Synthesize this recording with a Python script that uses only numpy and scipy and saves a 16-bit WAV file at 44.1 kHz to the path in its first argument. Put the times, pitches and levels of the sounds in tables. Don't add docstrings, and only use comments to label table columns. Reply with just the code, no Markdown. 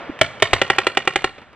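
import sys
import numpy as np
from scipy import signal
from scipy.fft import rfft, irfft
from scipy.io import wavfile

SR = 44100
rng = np.random.default_rng(int(sys.argv[2]) if len(sys.argv) > 2 else 0)


def log_audio(samples):
    frames = np.atleast_2d(samples).T
    limited = np.clip(frames, -1, 1)
    pcm = np.round(limited * 32767).astype(np.int16)
    wavfile.write(sys.argv[1], SR, pcm)


N = 68355
TIME = np.arange(N) / SR
SHOT_TIME = TIME[:SR // 8]

# f/Hz, level/dB
HISS_SPECTRUM = [(30, -3.5), (120, -7), (230, -9.5), (500, 1.5), (1200, -2.5), (2400, 0), (3500, -5),
                 (5000, -15), (8000, -17.5), (14000, -40)]


def from_db(db):
    return 10 ** (np.asarray(db) / 20)


def rms_one(x):
    return x / np.sqrt(np.mean(x ** 2) + 1e-20)


def at_hz(points, hz, column=1):
    rows = np.array(points)
    return np.interp(np.log(hz + 1), np.log(rows[:, 0]), rows[:, column])


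def decay(t, t60):
    return np.exp(-np.log(1000) * t / t60)


def noise(spectrum, size=N):
    gain = from_db(at_hz(spectrum, np.fft.rfftfreq(size, 1 / SR)))
    return rms_one(irfft(rfft(rng.standard_normal(size)) * gain, size))


def stereo(mid, side, width=0.18):
    return np.array([mid + width * side, mid - width * side])


def add(out, start_s, sound):
    i = int(np.clip(start_s * SR, 0, len(out) - 1))
    out[i:i + len(sound)] += sound[:len(out) - i]


def wind():
    top_hz, gust_db = 131, 3
    gusts = np.interp(TIME, np.linspace(0, TIME[-1], num=30), rng.standard_normal(30))
    band = signal.butter(2, [top_hz / 3, top_hz], "band", fs=SR, output="sos")
    rumble = signal.sosfilt(band, rng.standard_normal((2, N)))
    return from_db(-57.5) * rms_one(from_db(gust_db * gusts) * rumble)


def woods():
    # t/s, level/dB
    fade = [(0, -33.5), (.07, -37), (.17, -40), (.38, -40.5), (.8, -39), (1.3, -52.5), (1.55, -51)]
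    # f/Hz, level/dB
    spectrum = [(35, -51), (60, -13.5), (264, -6.5), (390, -10.5), (587, -4.5), (948, -8.5), (1040, -8.5),
                (1220, -7), (2840, -15.5), (7560, -42), (14000, -78)]
    level = from_db(np.interp(TIME, *np.transpose(fade)))
    return level * stereo(noise(spectrum), noise(spectrum))


def far_pops():
    # t/s, level/dB
    cues = [(1.381, -34.5), (1.417, -38), (1.531, -44)]
    # f/Hz, level/dB
    spectrum = [(40, -17), (110, -1), (250, -2), (600, 0), (2000, -6.5), (3500, -11.5), (6000, -30),
                (14000, -48)]
    out = np.zeros(N)
    for start_s, db in cues:
        add(out, start_s, from_db(db) * noise(spectrum, len(SHOT_TIME)) * decay(SHOT_TIME, t60=0.093))
    return out


def bump():
    peak_s, width_s, pitch_hz = 0.099, 0.0037, 289
    t = TIME - peak_s
    tone = np.sin(2 * np.pi * pitch_hz * t)
    thud = noise([(60, -8), (450, -2), (900, -32), (4000, -64)])
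    envelope = np.exp(-0.5 * (t / width_s) ** 2)
    return from_db(-25) * np.sqrt(2) * (tone + 0.55 * thud) * envelope


def reflections():
    # delay/s, level/dB
    slaps = [(.0065, -19), (.0165, -14.5), (.029, -24), (.032, -19), (0.049, -24)]
    # f/Hz, level/dB
    spectrum = [(40, -1.5), (130, 8), (380, -6), (800, -4), (1800, -2), (3000, -2.5), (5000, -1),
                (9000, -5.5), (15000, -6)]
    onset_s = 0.0072
    power = np.zeros(N)
    for delay_s, db in slaps:
        slap = decay(SHOT_TIME, t60=0.0046) ** 2
        add(power, delay_s, from_db(db) ** 2 * slap / slap.sum())
    for db, t60 in ((-16, 0.28), (-19, 0.84)):
        tail = (decay(TIME, t60) * np.minimum(TIME / onset_s, 1)) ** 2
        power += from_db(db) ** 2 * tail / tail.sum()
    colour = from_db(at_hz(spectrum, np.fft.rfftfreq(N, 1 / SR)))
    colour_rms = np.sqrt(np.mean(colour ** 2))
    return np.sqrt(power) * colour_rms * noise(spectrum)


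def trigger():
    return from_db(-29) * noise(HISS_SPECTRUM, len(SHOT_TIME)) * decay(SHOT_TIME, t60=0.031)


def gas():
    attack_s, hold_s = 0.00083, 0.0046
    attack = np.minimum(SHOT_TIME / attack_s, 1)
    release = decay(np.maximum(SHOT_TIME - hold_s, 0), t60=0.022)
    return from_db(-9.5) * noise(HISS_SPECTRUM, len(SHOT_TIME)) * attack * release


def barrel(modes, pitch):
    # delay/s, level/dB
    pushes = [(0, 0.5), (.0026, -13)]
    t, swell_s = SHOT_TIME, 0.00091
    ring = sum((-1) ** (k + 1) * from_db(db) * np.sin(2 * np.pi * hz * pitch * t) * decay(t, t60)
               for k, (hz, db, t60) in enumerate(modes))
    swell = 1 - np.exp(-t / swell_s)
    out = np.zeros(len(t))
    for delay_s, db in pushes:
        add(out, delay_s, from_db(db) * ring * swell)
    return out


def marker():
    # t/s, level/dB, barrel pitch ratio, gas trim/dB
    hard_shots = [(.2122, 1.5, 1.0, 4.5), (.4227, 2, 0.98, 3.5), (.5319, 0.5, 0.96, 5.5)]
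    # t/s, level/dB, barrel pitch ratio, gas trim/dB
    run_shots = [(.6156, 1, 1.0, -2), (.7000, 1, 1.0, -1), (.7835, 0.5, 1.0, -0.5), (.8676, -0.5, 0.99, -1),
                 (.9714, 0, 1.0, -1), (1.0744, -0.5, 0.99, -3), (1.1581, -2, 1.0, 0),
                 (1.2423, -2.5, 0.99, -2)]
    # f/Hz, level/dB, t60/s
    hard_modes = [(129.6, -16, 0.057), (391, -14.5, 0.04), (629.4, -6.5, .045), (1089, -12.5, 0.019),
                  (1421, -21, 0.032), (1867, -8, 0.031), (2266, -3, 0.027), (2992, -6, 0.028),
                  (3553, -11.5, 0.025), (4740, -20.5, .025)]
    # f/Hz, level/dB, t60/s
    run_modes = [(142, -27.5, 0.085), (376.4, -12.5, 0.043), (544, -22, 0.082), (782, -10.5, 0.035),
                 (1083, -20.5, 0.029), (1372, -6.5, 0.029), (1872, -8.5, 0.027), (2027, -17, 0.042),
                 (2385, -14, 0.032), (2857, -7.5, 0.025), (3406, -11, 0.021), (4270, -19, .025)]
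    trigger_lead_s = 0.022
    out = np.zeros(N)
    for shots, modes in ((hard_shots, hard_modes), (run_shots, run_modes)):
        for start_s, db, pitch, gas_db in shots:
            add(out, start_s - trigger_lead_s, trigger())
            blast = barrel(modes, pitch) + from_db(gas_db) * gas()
            add(out, start_s, from_db(db) * blast)
    return out


def scene():
    shots = marker()
    space = stereo(reflections(), reflections())
    echoes = signal.fftconvolve(shots[None], space, axes=1)[:, :N]
    return shots + echoes + bump() + far_pops() + woods() + wind()


def record(dry):
    # f/Hz, left lead/rad
    port_phase = [(30, 1), (260, 0.39), (1000, 0.28), (2000, 0.35), (3200, 0.28), (4300, -1.87), (5400, -2),
                  (9000, -2.5), (15000, -2.5)]
    # f/Hz, left level/dB, right level/dB
    port_eq = [(30, -1, -5), (111, -5, 1.5), (378, 1.5, 2), (1200, 1, 0.5), (2400, 0.5, 2), (4170, -5, 1),
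               (7740, 1.5, 0), (14000, -5, -4)]
    ceiling, cutoff_hz = 0.75, 15300
    soft_clipped = dry / (1 + (dry / ceiling) ** 4) ** (1 / 4)
    hz = np.fft.rfftfreq(2 * N, 1 / SR)
    half_shift = np.exp(0.5j * at_hz(port_phase, hz))
    left = from_db(at_hz(port_eq, hz, column=1)) * half_shift
    right = from_db(at_hz(port_eq, hz, column=2)) / half_shift
    coloured = irfft(rfft(soft_clipped, 2 * N) * np.array([left, right]), 2 * N)[:, :N]
    lowpass = signal.ellip(8, 0.3, 70, cutoff_hz, fs=SR, output="sos")
    return signal.sosfilt(lowpass, coloured)


dry = scene()
out = record(dry)
log_audio(out)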